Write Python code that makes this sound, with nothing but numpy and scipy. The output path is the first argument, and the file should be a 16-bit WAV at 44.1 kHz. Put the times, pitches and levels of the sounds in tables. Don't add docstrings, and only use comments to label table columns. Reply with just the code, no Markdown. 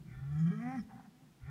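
import sys
import numpy as np
from scipy import signal
from scipy.fft import rfft, irfft
from scipy.io import wavfile

SR = 44100
rng = np.random.default_rng(int(sys.argv[2]) if len(sys.argv) > 2 else 0)


def generate_wav(sig):
    pcm = np.round(np.clip(np.atleast_2d(sig).T, -1, 1) * 32767).astype(np.int16)
    wavfile.write(sys.argv[1], SR, pcm)


N = 66150
T = np.arange(N) / SR

# (time [s], pitch [Hz])
BELLOW_PITCH = [(.06, 115.8), (.12, 124), (.2, 129.9), (.29, 141.9), (.37, 152.5), (.47, 169.2),
                (.503, 176.9), (.518, 205), (.585, 221.5), (.675, 250.5), (.715, 262), (.755, 264.4),
                (.78, 237.9), (.825, 177)]
# (time [s], level [dB])
FUNDAMENTAL = [(.04, -72), (.1, -51.5), (.21, -47.5), (.235, -41), (.29, -40.5), (.35, -34.5), (.43, -28.5),
               (.478, -27), (.492, -34.5), (.507, -31), (.517, -44), (.58, -43), (.68, -38.5), (.725, -47),
               (.785, -36), (.81, -40), (.83, -61)]
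SECOND_HARMONIC = [(.2, -89), (.3, -72), (.37, -62.5), (.45, -62), (.485, -58), (.5, -74), (.52, -50.5),
                   (.545, -55), (.58, -82), (.62, -82)]
OVERTONES = [(.03, -90), (.15, -64), (.21, -66), (.29, -64.5), (.36, -60.5), (.455, -61.5), (.482, -51),
             (.5, -57.5), (.53, -56.5), (.585, -52.5), (.68, -45.5), (.755, -48.5), (.775, -51.5),
             (.805, -54), (.83, -91)]
SUBHARMONIC = [(.08, -66), (.18, -48.5), (.24, -59), (.3, -63.5), (.35, -46), (.42, -75), (.55, -77.5),
               (.66, -61), (.78, -59.5), (.83, -60)]
# (time [s], roughness [0-1])
ROUGHNESS = [(.12, .65), (.22, .38), (.3, .32), (.37, .46), (.48, .62), (.52, .55), (.6, .38), (.67, .23),
             (.71, .29), (.755, .32), (.775, .8), (.82, .85)]
# (time [s], opening [0-1])
MOUTH_OPENING = [(.53, 0), (.57, .35), (.62, .85), (.762, 1), (.782, .6)]
# (time [s], drop [fraction])
NECK_STRETCH = [(.13, 0), (.26, .01), (.39, .062), (.52, .088), (.62, .09), (.79, .07)]


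def bellow():
    return voice(curve(BELLOW_PITCH), level(FUNDAMENTAL), level(OVERTONES), level(SUBHARMONIC),
                 curve(ROUGHNESS), level(SECOND_HARMONIC), curve(MOUTH_OPENING), curve(NECK_STRETCH))


# (frequency [Hz], bandwidth [Hz], gain [dB], stretch factor [ratio])
SHUT_FORMANTS = [(415, 110, -8, 0), (786, 105, -1, .75), (1160, 100, -2, 0), (1405, 95, 3.5, 1),
                 (1800, 70, 4, 1), (2005, 70, -1, .65), (2360, 120, -7, .25), (3470, 190, -11, 1.1)]
# (frequency [Hz], gain [dB])
OPEN_RESPONSE = [(200, -18), (500, -9), (610, -10), (700, -1.5), (790, 7.5), (900, -23), (1050, -5),
                 (1280, -9.5), (1530, -11.5), (1750, -10), (1980, -3), (2150, -14), (2380, -11.5),
                 (2700, -29.5), (3300, -34.5), (3900, -48), (8000, -46)]
# (frequency [Hz], gain [dB])
PUFF_SPECTRUM = [(80, -32.5), (300, 2.5), (800, -9), (1300, 3), (2400, 2)]
JITTER, FLUTTER, SHIMMER_DB = 0.02437, 0.014, 2
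PHASE_SMEAR_RAD, FOLD_TILT, GROWL_JITTER_CYCLES, RASP_GAIN = 1.3, 0.51, 0.17, .75


def voice(pitch, fundamental, overtones, growl, rough, octave=0, mouth=0, stretch=0):
    wobble = rough * (JITTER * drift(60) + FLUTTER * drift(250))
    cycles = np.cumsum(pitch * (1 + wobble)) / SR
    phase = 2 * np.pi * cycles
    folds, cry = np.zeros(N), np.zeros(N)
    for k in range(2, 30):
        partial = np.cos(k * phase + PHASE_SMEAR_RAD * rng.uniform(-0.5, 1))
        folds += partial / k ** FOLD_TILT
        cry += partial * amp(spectrum_at(OPEN_RESPONSE, k * pitch))
    puffs = colour(glottal_puffs(cycles), PUFF_SPECTRUM)
    shut = (1 - rough) * unit(tract(folds, SHUT_FORMANTS, stretch))
    shut += rough * unit(tract(puffs, SHUT_FORMANTS, stretch))
    wide = (1 - rough) * unit(cry) + RASP_GAIN * rough * unit(colour(puffs, OPEN_RESPONSE))
    upper = ((1 - mouth) * shut + mouth * wide) / np.hypot(1 - rough, rough)
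    subharmonic = np.cos(phase / 2 + 2 * np.pi * GROWL_JITTER_CYCLES * drift(26))
    chest = fundamental * np.cos(phase) + octave * np.cos(2 * phase) + growl * subharmonic
    shimmer = amp(SHIMMER_DB * rough * drift(45))
    return np.sqrt(2) * chest + overtones * upper * shimmer


def glottal_puffs(cycles, decay_cycles=0.11):
    return unit((0.7 + np.exp(-(cycles % 1) / decay_cycles)) * rng.standard_normal(N))


def tract(x, formants, stretch):
    return sum(amp(db) * resonate(x, hz * (1 - follow * stretch), width)
               for hz, width, db, follow in formants)


# (time [s], level [dB])
HISS_LEVEL = [(.1, -101), (.4, -76), (.58, -78.5), (.72, -72), (.79, -69), (.83, -82)]
WHEEZE_LEVEL = [(.25, -95), (.35, -84), (.405, -69), (.48, -86.5), (.6, -83), (.78, -99), (.83, -90)]
# (frequency [Hz], bandwidth [Hz], gain [dB], stretch factor [ratio])
WHEEZE_MODES = [(5540, 220, 1.5, 1), (7220, 680, 4, 0.82), (10300, 880, -19.5, 1)]
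# (time [s], level [dB], half-width [s])
RASP_BURSTS = [(.125, -67, .05), (1.46, -68, .045)]
# (frequency [Hz], gain [dB])
HISS_SPECTRUM = [(2500, -5), (4400, -4.5), (5300, 5), (6000, 7), (7000, -11.5), (7700, -12), (9200, 3.5),
                 (10500, -16.5), (15000, -19.5)]
RASP_SPECTRUM = [(900, -31.5), (1550, 0), (1700, -15), (2000, 0.5), (2400, -3), (2700, -27), (6000, -37)]
# (time [s], half-width [s], frequency [Hz], bandwidth [Hz])
CLOSING_SQUEAK = (.803, .013, 5330, 380)


def airflow(squeak_db=-63, flicker_db=1.6):
    air = glottal_puffs(np.cumsum(curve(BELLOW_PITCH)) / SR)
    hiss = level(HISS_LEVEL) * unit(colour(air, HISS_SPECTRUM))
    wheeze = level(WHEEZE_LEVEL) * unit(tract(air, WHEEZE_MODES, curve(NECK_STRETCH)))
    bursts = sum(amp(db) * swell(time, span) for time, db, span in RASP_BURSTS)
    rasp = bursts * unit(colour(air, RASP_SPECTRUM))
    time, span, hz, width = CLOSING_SQUEAK
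    squeak = amp(squeak_db) * swell(time, span) * unit(resonate(air, hz, width))
    return (hiss + wheeze) * amp(flicker_db * drift(60)) + rasp + squeak


# (time [s], throat level [dB], chest level [dB])
GRUNT_LEVELS = [(.86, -95, -70), (.9, -59, -61.5), (.955, -63, -52.5), (1.0, -59.5, -63.5),
                (1.03, -72.5, -82), (1.055, -61, -97), (1.09, -76, -68)]
# (frequency [Hz], gain [dB])
THROAT_RESPONSE = [(250, -33), (440, 0), (570, -11), (680, -7), (755, 14.5), (860, 4), (980, 1.5),
                   (1280, -5.5), (1480, 0), (1980, -7.5), (2150, -22), (2400, -17), (2800, -23),
                   (6000, -49)]
CHEST_RESPONSE = [(60, -40), (120, 0.5), (165, 0), (200, 1), (235, 3), (300, -26), (700, -48)]


def grunt(pulse_hz=82.37, jitter=.12):
    puffs = glottal_puffs(np.cumsum(pulse_hz * (1 + jitter * drift(55))) / SR)
    throat = level(GRUNT_LEVELS) * unit(colour(puffs, THROAT_RESPONSE))
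    chest = level(GRUNT_LEVELS, column=2) * unit(colour(puffs, CHEST_RESPONSE))
    return throat + chest


# (time [s], pitch [Hz], roughness [0-1])
NEXT_FOLDS = [(1.42, 115, .7), (1.45, 122, .55), (1.48, 140, .15), (1.5, 141, .15)]
# (time [s], fundamental [dB], overtones [dB], growl [dB])
NEXT_LEVELS = [(1.39, -91, -86, -85), (1.42, -61, -73, -70), (1.43, -47.5, -75.5, -50),
               (1.465, -57.5, -67.5, -51), (1.485, -42, -59.5, -62), (1.5, -43, -57.5, -61)]


def next_call():
    return voice(curve(NEXT_FOLDS), level(NEXT_LEVELS), overtones=level(NEXT_LEVELS, column=2),
                 growl=level(NEXT_LEVELS, column=3), rough=curve(NEXT_FOLDS, column=2))


# (frequency [Hz], T60 [s])
TREE_DECAY = [(150, 1.07), (300, 1.0), (800, 1.4), (2000, 0.35), (6000, 2.5)]
# (frequency [Hz], gain [dB])
TREE_SPECTRUM = [(70, -14.5), (165, -11.5), (250, -15.5), (450, -12.5), (800, -22.5), (2000, -17),
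                 (6000, -16)]


def tree_scatter(x, predelay_s=0.015):
    hz, t, bands = signal.stft(rng.standard_normal(N), SR, nperseg=512)
    t60 = spectrum_at(TREE_DECAY, hz)[:, None]
    tail = signal.istft(bands * amp(-60 * t / t60) / np.sqrt(t60), SR, nperseg=512)[1][:N]
    tail *= np.sqrt(2 * np.log(1000) / SR)
    tail *= np.clip(T / predelay_s - 1, 0, 1)
    return signal.fftconvolve(x, colour(tail, TREE_SPECTRUM))[:N]


# (delay [s], level before filtering [dB])
EDGE_RETURNS = [(0.272, -18.5), (0.489, -26.5)]
# (frequency [Hz], gain [dB])
EDGE_RESPONSE = [(70, -3.5), (160, 1.5), (200, -1.5), (250, -7), (450, 1), (800, -9), (2000, -6),
                 (6000, -10)]


def edge_echoes(x, blur_s=0.016):
    impulse = sum(amp(db) * unit(rng.standard_normal(N) * np.exp(-abs(T - delay) / blur_s))
                  for delay, db in EDGE_RETURNS) / np.sqrt(N)
    return signal.fftconvolve(x, colour(impulse, EDGE_RESPONSE))[:N]


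# (time [s], level [dB])
RING_SPECTRUM = [(90, -35), (140, 5), (190, 4.5), (250, -19.5), (350, -10.5), (480, -35.5), (780, -39.5),
                 (1000, -36.5), (4000, -51.5)]
RING_LEVEL = [(0, -51.5), (.08, -53), (.2, -57), (.5, -78)]


def lingering_ring():
    return unit(colour(rng.standard_normal(N), RING_SPECTRUM)) * level(RING_LEVEL)


# (frequency [Hz], gain [dB])
HUSH_SPECTRUM = [(15, -32.5), (25, -25.5), (91, -19.5), (156, 1.5), (209, -12), (267, -11.5), (567, -25),
                 (782, -20.5), (1080, -26.5), (3340, -30.5), (15500, -40.5)]
RUMBLE_SPECTRUM = [(20, -29.5), (32, -11.5), (48, -1.5), (80, -3), (200, -12), (600, -58)]
# (time [s], level [dB])
RUMBLE_LEVEL = [(0, -66), (.35, -58.5), (.55, -76), (.78, -67), (.835, -49), (.89, -75), (1.35, -75.5),
                (1.5, -73)]


def wind(hush_db=-64, gust_db=2.5):
    hush = amp(hush_db) * unit(colour(rng.standard_normal(N), HUSH_SPECTRUM))
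    rumble = unit(colour(rng.standard_normal(N), RUMBLE_SPECTRUM))
    return hush + rumble * amp(curve(RUMBLE_LEVEL) - gust_db * drift(10))


def amp(db):
    return 10 ** (np.asarray(db) / 20)


def unit(x):
    return x / np.sqrt(np.mean(x ** 2) + 1e-20)


def spectrum_at(points, hz):
    f, value = np.transpose(points)
    return np.interp(np.log(hz + 1), np.log(f), value)


def curve(rows, column=1):
    rows = np.array(rows)
    return np.interp(T, rows[:, 0], rows[:, column])


def level(rows, column=1):
    return amp(curve(rows, column)) * (T >= rows[0][0]) * (T <= rows[-1][0] + .005)


def swell(time, half_width):
    return np.exp(-((T - time) / half_width) ** 2)


def colour(x, points):
    gain = amp(spectrum_at(points, np.fft.rfftfreq(2 * N, 1 / SR)))
    return irfft(rfft(x, 2 * N) * gain)[:N]


def drift(rate_hz):
    hz = np.fft.rfftfreq(N, 1 / SR)
    return unit(irfft(rfft(rng.standard_normal(N)) * (hz > 0) / (1 + (hz / rate_hz) ** 4), N))


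def resonate(x, hz, width):
    carrier = np.exp(2j * np.pi * np.cumsum(hz * np.ones(N)) / SR)
    r = np.exp(-np.pi * width / SR)
    return 2 * (carrier * signal.lfilter([(1 - r) ** 2], [1, -2 * r, r * r], x / carrier)).real


def scene():
    bull = bellow() + airflow() + grunt() + next_call()
    return (bull + tree_scatter(bull) + edge_echoes(bull) + lingering_ring() + wind())[None]


def record(dry):
    lowpass = signal.firwin(511, 15800, window=("kaiser", 9), fs=SR)
    return signal.oaconvolve(dry, lowpass[None], "same")


dry = scene()
out = record(dry)
generate_wav(out)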